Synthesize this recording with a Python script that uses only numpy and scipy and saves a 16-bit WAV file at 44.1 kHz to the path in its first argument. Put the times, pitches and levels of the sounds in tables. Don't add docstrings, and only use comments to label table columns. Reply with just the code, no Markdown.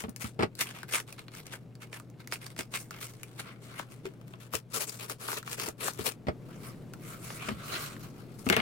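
import sys
import numpy as np
from scipy import signal
from scipy.fft import rfft, irfft
from scipy.io import wavfile
from scipy.ndimage import uniform_filter1d

SR = 44100
rng = np.random.default_rng(int(sys.argv[2]) if len(sys.argv) > 2 else 0)


def master_out(mix):
    frames = np.transpose(np.atleast_2d(mix))
    ceiling = np.clip(frames, -1, 1)
    pcm = np.round(ceiling * 32767).astype(np.int16)
    wavfile.write(sys.argv[1], SR, pcm)


N = 379688
TIME = np.arange(N) / SR
BANDS_HZ = 250 * 2 ** (np.arange(19) / 3)
TREBLE_SHARE = np.clip(np.log2(BANDS_HZ / 3200), 0, 1)

# (frequency [Hz], density [dB])
RUMBLE_SPECTRUM = [(60, -14), (90, -10), (140, 2), (200, -3.5), (450, -12), (600, -17), (1000, -27.5),
                   (3000, -39), (16000, -50)]
FILM_SPECTRUM = [(250, -5), (430, 0.5), (780, -4.5), (1350, 0.5), (1850, -4.5), (2300, -3), (2950, -5.5),
                 (4000, -7), (6000, -10.5), (8500, -12), (12000, -14.5), (16000, -17.5)]
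CLACK_SPECTRUM = [(250, -22), (550, -24), (800, 5), (1400, 6), (1800, -4.5), (2200, 7), (2900, -9.5),
                  (3800, -6.5), (4900, -13), (6200, -21.5), (9000, -22), (16000, -35)]
CARDBOARD_SPECTRUM = [(250, -4), (1300, 3), (2500, -1.5), (3200, -6.5), (4300, -7.5), (6000, -15.5),
                      (9000, -12.5), (16000, -19.5)]
WRAPPING_SPECTRUM = [(250, -6), (400, 0), (560, -2.5), (780, -6), (1200, 0), (1800, -5.5), (2300, -1.5),
                     (3400, -7.5), (4600, -9.5), (5800, -15.5), (9000, -14), (12500, -18.5), (16000, -21.5)]
# (time [s], level [dB])
RUMBLE_LEVELS = [(0, -51.5), (4.3, -49.5), (4.6, -53), (6.1, -49.5), (6.5, -44.5), (8.6, -45.5)]
# (time [s], left minus right [dB])
HAND_PAN = [(.21, 6), (.6, 2), (1.2, 0.5), (1.55, 2), (1.8, -0.5), (3.5, 2), (4.7, 6), (5.4, 3),
            (6.08, 6.5), (6.55, 1), (8, 0), (8.4, 6.5)]
# (time [s], hold [s], body level [dB], treble re body [dB])
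CRINKLES_AND_RUSTLE = [(0.003, 0.006, -44, 0), (0.215, 0.014, -43, 2.5), (0.245, 0.02, -45.5, -0.5),
                       (0.61, 0.004, -33, 1), (0.663, 0.051, -48.5, -5), (0.75, 0.065, -52, -8.5),
                       (0.892, 0.0082, -51, -1), (0.937, 0.021, -32, 0.5), (0.956, 0.02, -35.5, -1.5),
                       (1.085, 0.04, -54, -4.5), (1.189, 0.0126, -49.5, -6.5), (1.327, 0.071, -53, -2.5),
                       (1.457, 0.058, -56.5, -8), (1.522, 0.028, -48, -5.5), (1.824, 0.0075, -47.5, -6.5),
                       (1.939, 0.033, -49.5, -3.5), (2.208, 0.0036, -53.5, -10.5),
                       (2.335, 0.0067, -40.5, 0.5), (2.418, 0.051, -50.5, -5), (2.5, 0.0089, -52, -5),
                       (2.594, 0.013, -41.5, -1.5), (2.75, 0.0041, -36, 0), (2.792, 0.027, -55, 5.5),
                       (2.92, 0.074, -52, -7.5), (3.013, 0.048, -48, 2), (3.068, 0.035, -56.5, 1),
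                       (3.13, 0.36, -63, -3), (3.392, 0.015, -45.5, -3), (3.625, 0.066, -59.5, -2.5),
                       (3.786, 0.014, -43, -3.5), (3.917, 0.0046, -54.5, -2.5), (4.06, 0.0058, -49, -10.5),
                       (8.394, 0.0063, -58.5, 2.5), (8.463, 0.0013, -54.5, 4), (8.525, 0.015, -33, -14),
                       (8.587, 0.015, -36, -22)]
CARDBOARD_PUSHES = [(3.48, 0.013, -50.5, -12.5), (3.72, 0.095, -53, -8.5), (6.504, 0.067, -60, -3.5),
                    (6.651, 0.023, -52, -1.5), (7.07, 0.073, -52, 1), (7.25, 0.13, -51, 1),
                    (7.425, 0.065, -44, -5.5), (7.615, 0.06, -49.5, -7), (7.68, 0.05, -45.5, -2.5),
                    (7.738, 0.019, -36.5, -5.5), (7.775, 0.085, -44, -0.5), (7.9, 0.029, -50.5, -3.5),
                    (8.03, 0.012, -53, -1.5), (8.171, 0.036, -59.5, -3.5), (8.33, 0.03, -64, -1.5)]
WRAPPING_TUGS = [(4.28, 0.063, -62.5, -3.5), (4.406, 0.058, -58.5, -2.5), (4.546, 0.0065, -35.5, 0.5),
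                 (4.743, 0.03, -35.5, 3.5), (4.806, 0.02, -36, 3), (4.878, 0.01, -46.5, 6),
                 (4.926, 0.051, -55, 4.5), (4.995, 0.062, -47, -1), (5.103, 0.0092, -38, -0.5),
                 (5.208, 0.065, -46, -0.5), (5.284, 0.056, -41, 3.5), (5.371, 0.011, -43.5, -3.5),
                 (5.47, 0.07, -45.5, 0.5), (5.589, 0.088, -39.5, -0.5), (5.807, 0.046, -41, -2),
                 (5.847, 0.047, -38.5, 2.5), (5.93, 0.052, -56.5, 3), (5.99, 0.03, -42.5, -1),
                 (6.06, 0.017, -34, 1), (6.11, 0.01, -50, -1)]
# (frequency [Hz], width [Hz], gain [dB])
FILM_RESONANCES = [(1840, 63, -7.5), (2150, 100, 5.5), (8850, 1700, 4.5)]
CARDBOARD_RESONANCES = [(850, 160, -9), (1176, 180, 4.5), (1370, 117, 4), (1790, 73, -10), (3050, 210, 3)]
WRAPPING_RESONANCES = [(437, 66, 4.3), (1250, 250, 0.96)]
# (time [s], thud [dB], knock [dB], clack [dB], favoured thud [Hz], favoured knock [Hz])
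DESK_BUMPS = [(0.038, -34.5, -44, -45.5, 202, 417), (0.083, -34.5, -51.5, -57, 210, 290),
              (0.243, -32, -51, -45, 112, 280), (0.391, -42, -33.5, -38.5, 112, 400),
              (0.397, -40, -36, -39, 130, 268), (0.407, -40, -32.5, -38.5, 210, 420),
              (0.424, -30, -43, -34, 115, 370), (0.431, -40, -29, -33.5, 165, 390),
              (0.443, -43, -38, -55, 210, 440), (2.589, -56, -42.5, -71, 165, 395),
              (4.544, -44, -40, -55, 130, 404), (5.681, -50, -41.5, -47, 90, 444),
              (5.993, -34, -42.5, -55, 105, 304), (6.269, -34, -42, -45, 105, 256),
              (6.284, -31, -30.5, -39, 210, 455), (7.485, -33.5, -41, -40, 205, 396),
              (7.514, -30, -66, -51, 80, 258), (8.4655, -30, -34, -41, 150, 272),
              (8.4992, -30, -30, -35, 179, 300), (8.5258, -48, -32.5, -34, 150, 437),
              (8.5659, -41, -33.5, -32, 200, 426), (8.574, -29.5, -41, -50, 195, 400),
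              (8.591, -45, -40, -37, 200, 420)]
# (frequency [Hz], level [dB], t60 [s])
DESK_MODES = [(78, -6, 0.13), (117, 1.5, 0.075), (164, -1.5, 0.034), (214, 14, 0.065)]
PARCEL_MODES = [(256, -5, 0.12), (313, -11, 0.06), (375, 2.5, 0.06), (447.4, 2.5, 0.044), (593, 10.5, 0.03)]
# (time [s], peak [dB], treble re body [dB], ring [Hz])
SHARP_CLICKS = [(0.094, -31, 10, 710), (0.162, -26.5, 8, 2070), (0.5525, -33, 7, 4230),
                (0.591, -23.5, 6, 1730), (0.6052, -39, 27, 2150), (0.831, -28, -4, 1430),
                (0.937, -18.5, -12, 2670), (1.001, -23.5, -1, 1640), (1.1261, -28.5, 7, 2570),
                (1.282, -34, -14, 4300), (1.35, -31.5, 7, 1910), (1.467, -29.5, 7, 2480),
                (1.536, -30, -1, 1600), (1.753, -42, -3, 4540), (1.929, -30, -5, 2400),
                (1.999, -35, 1, 1260), (2.1, -45, 6, 2110), (2.274, -30.5, 5, 2100),
                (2.3229, -19, -5.5, 5000), (2.357, -30, -10, 2510), (2.465, -27.5, 1, 4670),
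                (2.564, -35, -4, 1890), (2.59, -22.5, -2, 2850), (2.607, -26, -9, 2930),
                (2.739, -26, -7, 2560), (2.908, -27.5, 0.5, 1290), (3.232, -25.5, 6, 2520),
                (3.394, -30.5, -6, 1550), (3.795, -24.5, -9, 1010), (4.055, -32.5, -7, 2310),
                (4.137, -50, -5, 1350), (4.213, -46.5, -4, 1310), (4.337, -34.5, -28, 1070),
                (4.536, -23, -3, 1220), (4.5525, -15, 9.5, 2820), (4.895, -24, 6, 4700),
                (4.9437, -35.5, 9, 4330), (5.097, -21, 6, 1220), (5.285, -22, -6.5, 1190),
                (5.317, -25.5, -1, 1460), (5.329, -23.5, -8, 1150), (5.371, -29, 16, 1020),
                (5.3843, -24, 18, 2620), (5.428, -34, -1, 1420), (5.476, -29, -22, 1160),
                (5.53, -19.5, 3, 2550), (5.598, -20, -1, 2010), (5.687, -20.5, 10, 1330),
                (5.881, -20, -6, 1050), (5.935, -30.5, 20, 3980), (6.12, -28.5, 8, 2410),
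                (6.936, -31.5, 1, 1400), (7.303, -31.5, -27, 1140), (7.489, -22, -10, 1300),
                (7.965, -36.5, -19, 1450), (8.4889, -15, -1, 2660), (8.4991, -10, -4.5, 2020),
                (8.5259, -16, -10, 3030), (8.5652, -10.5, -10, 2700)]
# (time [s], frequency [Hz], gain [dB])
SLEEVE_GAP = [(7.3, 2200, 4), (7.47, 2540, 5), (7.65, 4200, 9), (7.76, 4050, 9), (7.85, 4200, 4)]
# (time [s], level [dB])
FINGER_TAPS = [(4.053, -28), (4.068, -33)]


def from_db(db):
    return 10 ** (np.asarray(db) / 20)


def unit_rms(x):
    return x / np.sqrt(np.mean(x ** 2) + 1e-20)


def spectrum_db(spectrum, hz=BANDS_HZ):
    knots_hz, db = np.transpose(spectrum)
    return np.interp(np.log(hz + 1e-9), np.log(knots_hz), db)


def drift(rate_hz, size):
    return np.interp(np.arange(size) * rate_hz / SR, np.arange(4000), rng.standard_normal(4000))


def add(out, start_s, sound):
    start = max(0, round(start_s * SR))
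    out[:, start:start + sound.shape[1]] += sound[:, :max(0, N - start)]


def third_octave(x, hz):
    edges_hz = [hz * 2 ** (-1 / 6), hz * 2 ** (1 / 6)]
    return signal.lfilter(*signal.butter(2, edges_hz, "band", fs=SR), x + 1e-18)


def click_response(bands_db):
    impulse = signal.unit_impulse(1024)
    rings = np.array([(-1) ** k * third_octave(impulse, hz) for k, hz in enumerate(BANDS_HZ)])
    return from_db(bands_db) @ rings


def peak_filter(hz, width_hz, db):
    half_width, gain = np.pi * width_hz / SR, from_db(db / 2)
    tuning = -2 * np.cos(2 * np.pi * hz / SR)
    b = np.array([1 + half_width * gain, tuning, 1 - half_width * gain])
    a = np.array([1 + half_width / gain, tuning, 1 - half_width / gain])
    return b / a[0], a / a[0]


def resonate(x, resonances):
    y = x + 1e-18
    for resonance in resonances:
        y = signal.lfilter(*peak_filter(*resonance), y)
    return y * np.std(x) / np.std(y)


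def ports(mid, side, lag_s, likeness):
    shared = np.sqrt((1 + likeness) / 2) * mid
    apart = np.sqrt((1 - likeness) / 2) * side
    delayed = np.clip(np.arange(len(mid)) - np.round(lag_s * SR), 0, len(mid) - 1).astype(int)
    return np.array([shared + apart, (shared - apart)[delayed]])


def at_hands(mid, side, t, shadow_hz=11000, treble_pan=1.45):
    side_db = np.interp(t, *np.transpose(HAND_PAN))
    pair = ports(mid, side, lag_s=.00005 * side_db, likeness=0.13)
    pan_db = np.array([side_db / 2, -side_db / 2])
    treble = signal.lfilter(*signal.butter(1, shadow_hz, "high", fs=SR), pair)
    return (pair - treble) * from_db(pan_db) + treble * from_db(treble_pan * pan_db)


def rumble_and_hum(rumble_gain_db=-1.8, side_db=-10.5, hum_hz=119.7, hum_db=-53.5):
    colour = from_db(spectrum_db(RUMBLE_SPECTRUM, np.arange(N // 2 + 1) * SR / N))
    mid, side = (unit_rms(irfft(rfft(white) * colour, N)) for white in rng.standard_normal((2, N)))
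    envelope = from_db(np.interp(TIME, *np.transpose(RUMBLE_LEVELS)) + rumble_gain_db)
    rumble = envelope * (mid + from_db(side_db) * side * [[1], [-1]])
    hum = np.sqrt(2) * from_db(hum_db + 1.6 * drift(20, N)) * np.sin(2 * np.pi * hum_hz * TIME)
    return (rumble + hum) * from_db([[1.0], [-1.0]])


def hand_grip(moves, tremor_db, tremor_hz, attack_db_per_s, release_db_per_s,
              settle_db, settle_db_per_s, rest_db, rest_treble_db, margin_s=.15):
    t = TIME[(TIME > moves[0][0] - margin_s) & (TIME < moves[-1][0] + margin_s)]
    coarse_s = t[::32]
    body_db, treble_db = rest_db, rest_treble_db
    for start_s, hold_s, db, bright_db in moves:
        before_s = np.maximum(start_s - coarse_s, 0)
        after_s = np.maximum(coarse_s - start_s - hold_s, 0)
        settling_db = min(db, settle_db) - settle_db_per_s * after_s
        move_db = np.maximum(db - release_db_per_s * after_s, settling_db) - attack_db_per_s * before_s
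        body_db = np.maximum(body_db, move_db)
        treble_db = np.maximum(treble_db, move_db + bright_db)
    shake_db = tremor_db * drift(tremor_hz, len(t))
    return t, np.interp(t, coarse_s, body_db) + shake_db, np.interp(t, coarse_s, treble_db) + shake_db


def ticks(per_s, db, spread_db):
    sizes = from_db(db + spread_db * np.minimum(rng.exponential(1, N), 3))
    return sizes * rng.choice([-1, 1], N) * (rng.random(N) < per_s / SR)


def tension_db(body_db, hz, slack_db=-59.5, taut_db=-37.5, ring_hz=2280, width_octaves=0.85):
    tension = np.clip((body_db - slack_db) / (taut_db - slack_db), 0, 1)
    return tension * (np.exp(-(np.log2(hz / ring_hz) / width_octaves) ** 2) - .5)


def crinkle(grip, spectrum, clicks, base_per_s, spread_db, flutter_s, rub_db, patchy_db, gain_db,
            tension_depth=0):
    t, body_db, treble_db = grip
    size = len(t)
    rate_per_s = base_per_s * from_db(.5 * (treble_db + 53.5))
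    buckles = rng.random(size) < rate_per_s / SR
    energy = buckles * from_db(spread_db * np.minimum(rng.exponential(1, size), 4)) ** 2
    fade = np.exp(-1 / (flutter_s * SR))
    energy = signal.lfilter([1 - fade], [1, -fade], energy + 1e-9)
    local_energy = np.abs(uniform_filter1d(energy, size=1000)) + 1e-4
    force = np.sqrt(energy / local_energy + from_db(rub_db) ** 2)
    shakes = force * rng.standard_normal((2, 2, size))
    shakes[:, 0] += clicks[:size] * [[1], [-1]]
    gains = from_db(spectrum_db(spectrum)) * np.sqrt(BANDS_HZ)
    gains /= np.linalg.norm(gains)
    low_db = body_db - 20 * np.log10(np.linalg.norm(gains * (1 - TREBLE_SHARE)))
    high_db = treble_db - 20 * np.log10(np.linalg.norm(gains * TREBLE_SHARE))
    sound, out = 0, np.zeros((2, N))
    for k, (hz, gain, share) in enumerate(zip(BANDS_HZ, gains, TREBLE_SHARE)):
        band_db = low_db + share * (high_db - low_db) + patchy_db * drift(34.995, size)
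        band_db += tension_depth * (1 - share) * tension_db(body_db, hz)
        sound += gain * from_db(band_db + gain_db) * unit_rms(third_octave(shakes[k % 2], hz))
    add(out, t[0], at_hands(*sound, t))
    return out


def film_and_rustle():
    grip = hand_grip(CRINKLES_AND_RUSTLE, tremor_db=2.0, tremor_hz=62.0,
                     attack_db_per_s=781, release_db_per_s=536.5,
                     settle_db=-57.5, settle_db_per_s=223, rest_db=-73, rest_treble_db=-101.5)
    clicks = ticks(per_s=120, db=16.0, spread_db=3.0)
    sound = crinkle(grip, FILM_SPECTRUM, clicks, base_per_s=450, spread_db=5.5, flutter_s=0.0018,
                    rub_db=-4, patchy_db=2.5, gain_db=-0.13, tension_depth=9.0)
    return resonate(sound, FILM_RESONANCES)


def struck_body(modes, t, favoured_hz, db_per_octave):
    return sum(from_db(db - db_per_octave * abs(np.log2(hz / favoured_hz)) - 60 * t / t60_s)
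               * np.sin(2 * np.pi * hz * t) for hz, db, t60_s in modes)


def bumps(contacts_per_s=4000, rattle_s=0.0098, lag_s=.00038):
    out, t = np.zeros((2, N)), TIME[:8192]
    for start_s, thud_db, knock_db, clack_db, thud_hz, knock_hz in DESK_BUMPS:
        contacts = (rng.random((2, len(t))) < contacts_per_s / SR) * rng.standard_normal((2, len(t)))
        rattle = contacts * np.exp(-t / rattle_s)
        thud = struck_body(DESK_MODES, t, thud_hz, db_per_octave=13.5)
        knock = struck_body(PARCEL_MODES, t, knock_hz, db_per_octave=23.0)
        clack = click_response(spectrum_db(CLACK_SPECTRUM) + 2.0 * rng.standard_normal(len(BANDS_HZ)))
        for ring, db, rattle_db, likeness in [(thud, thud_db - 13.5, -11.0, .85),
                                              (knock, knock_db - 6.5, -9.0, .55),
                                              (clack, clack_db - 7.5, -7.0, .4)]:
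            force = from_db(rattle_db) * rattle
            force[0, 0] = 1
            mid, side = (unit_rms(signal.fftconvolve(row, ring)[:len(t)]) for row in force)
            add(out, start_s, from_db(db) * ports(mid, side, lag_s, likeness))
    bass_cut = signal.butter(4, 77, "high", fs=SR, output="sos")
    return signal.sosfilt(bass_cut, out + 1e-18) * from_db([[0.7], [-0.7]])


def sharp_clicks(flutter_s=0.0042, flutter_db=-24.5, bounce_db=-5.5, treble_db=6.0, colour_db=2.5,
                 ring_width_hz=770, ring_db=11.5, gain_db=0.5):
    out, t = np.zeros((2, N)), TIME[:2048]
    for start_s, peak_db, bright_db, ring_hz in SHARP_CLICKS:
        force = from_db(flutter_db) * np.exp(-t / flutter_s) * rng.standard_normal((2, len(t)))
        force[0, 0] = 1
        force[1, rng.integers(4, 40)] = from_db(bounce_db)
        bands_db = spectrum_db(FILM_SPECTRUM) + (bright_db + treble_db) * TREBLE_SHARE
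        bands_db += colour_db * rng.standard_normal(len(BANDS_HZ))
        click = signal.fftconvolve(force, [click_response(bands_db)], axes=1)[:, :len(t)]
        click = resonate(click, [(ring_hz, ring_width_hz, ring_db)])
        click /= np.abs(click[0]).max()
        add(out, start_s, from_db(peak_db + gain_db) * at_hands(*click, start_s + t))
    return out


def sleeve_gap(x, width_hz=470, block=256):
    out, state = np.zeros((2, N)), np.zeros((2, 2))
    times_s, *columns = np.transpose(SLEEVE_GAP)
    for i in range(0, N, block):
        hz, db = (np.interp(i / SR, times_s, column) for column in columns)
        b, a = peak_filter(hz, width_hz, db)
        out[:, i:i + block], state = signal.lfilter(b, a, x[:, i:i + block] + 1e-18, zi=state)
    return out


def cardboard():
    grip = hand_grip(CARDBOARD_PUSHES, tremor_db=0.13, tremor_hz=29.8,
                     attack_db_per_s=176, release_db_per_s=189,
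                     settle_db=-67.5, settle_db_per_s=17, rest_db=-79, rest_treble_db=-92)
    sound = crinkle(grip, CARDBOARD_SPECTRUM, clicks=np.zeros(N), base_per_s=350, spread_db=0.5,
                    flutter_s=0.0048, rub_db=-8, patchy_db=3.0, gain_db=0.3)
    return sleeve_gap(resonate(sound, CARDBOARD_RESONANCES))


def taps(hz=383, attack_s=0.00051, t60_s=0.071):
    out, t = np.zeros((2, N)), TIME[:8192]
    for start_s, db in FINGER_TAPS:
        envelope = (1 - np.exp(-t / attack_s)) * from_db(db - 60 * t / t60_s)
        note = envelope * np.sin(2 * np.pi * hz * (start_s + t))
        add(out, start_s, ports(note, side=0, lag_s=0.00027, likeness=1))
    return out


def wrapping():
    grip = hand_grip(WRAPPING_TUGS, tremor_db=2.5, tremor_hz=70.26,
                     attack_db_per_s=865, release_db_per_s=608,
                     settle_db=-72, settle_db_per_s=200, rest_db=-107, rest_treble_db=-86.5)
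    clicks = ticks(per_s=140, db=15.5, spread_db=1.0)
    sound = crinkle(grip, WRAPPING_SPECTRUM, clicks, base_per_s=460, spread_db=1.5, flutter_s=0.0017,
                    rub_db=-38.0, patchy_db=2.5, gain_db=-1.2)
    return resonate(sound, WRAPPING_RESONANCES)


def room_tail(x, wet_db=-10.5, t60_s=0.087, predelay_s=.004):
    t = TIME[:16384]
    tail = rng.standard_normal((2, len(t))) * from_db(-60 * t / t60_s) * (t > predelay_s)
    tail /= np.linalg.norm(tail, axis=1, keepdims=True)
    return from_db(wet_db) * signal.fftconvolve(x, tail, axes=1)[:, :N]


def scene():
    near = film_and_rustle() + bumps() + sharp_clicks() + cardboard() + taps() + wrapping()
    return rumble_and_hum() + near + room_tail(near)


def record(dry):
    return signal.sosfilt(signal.ellip(10, .2, 70, 16000, fs=SR, output="sos"), dry)


dry = scene()
out = record(dry)
master_out(out)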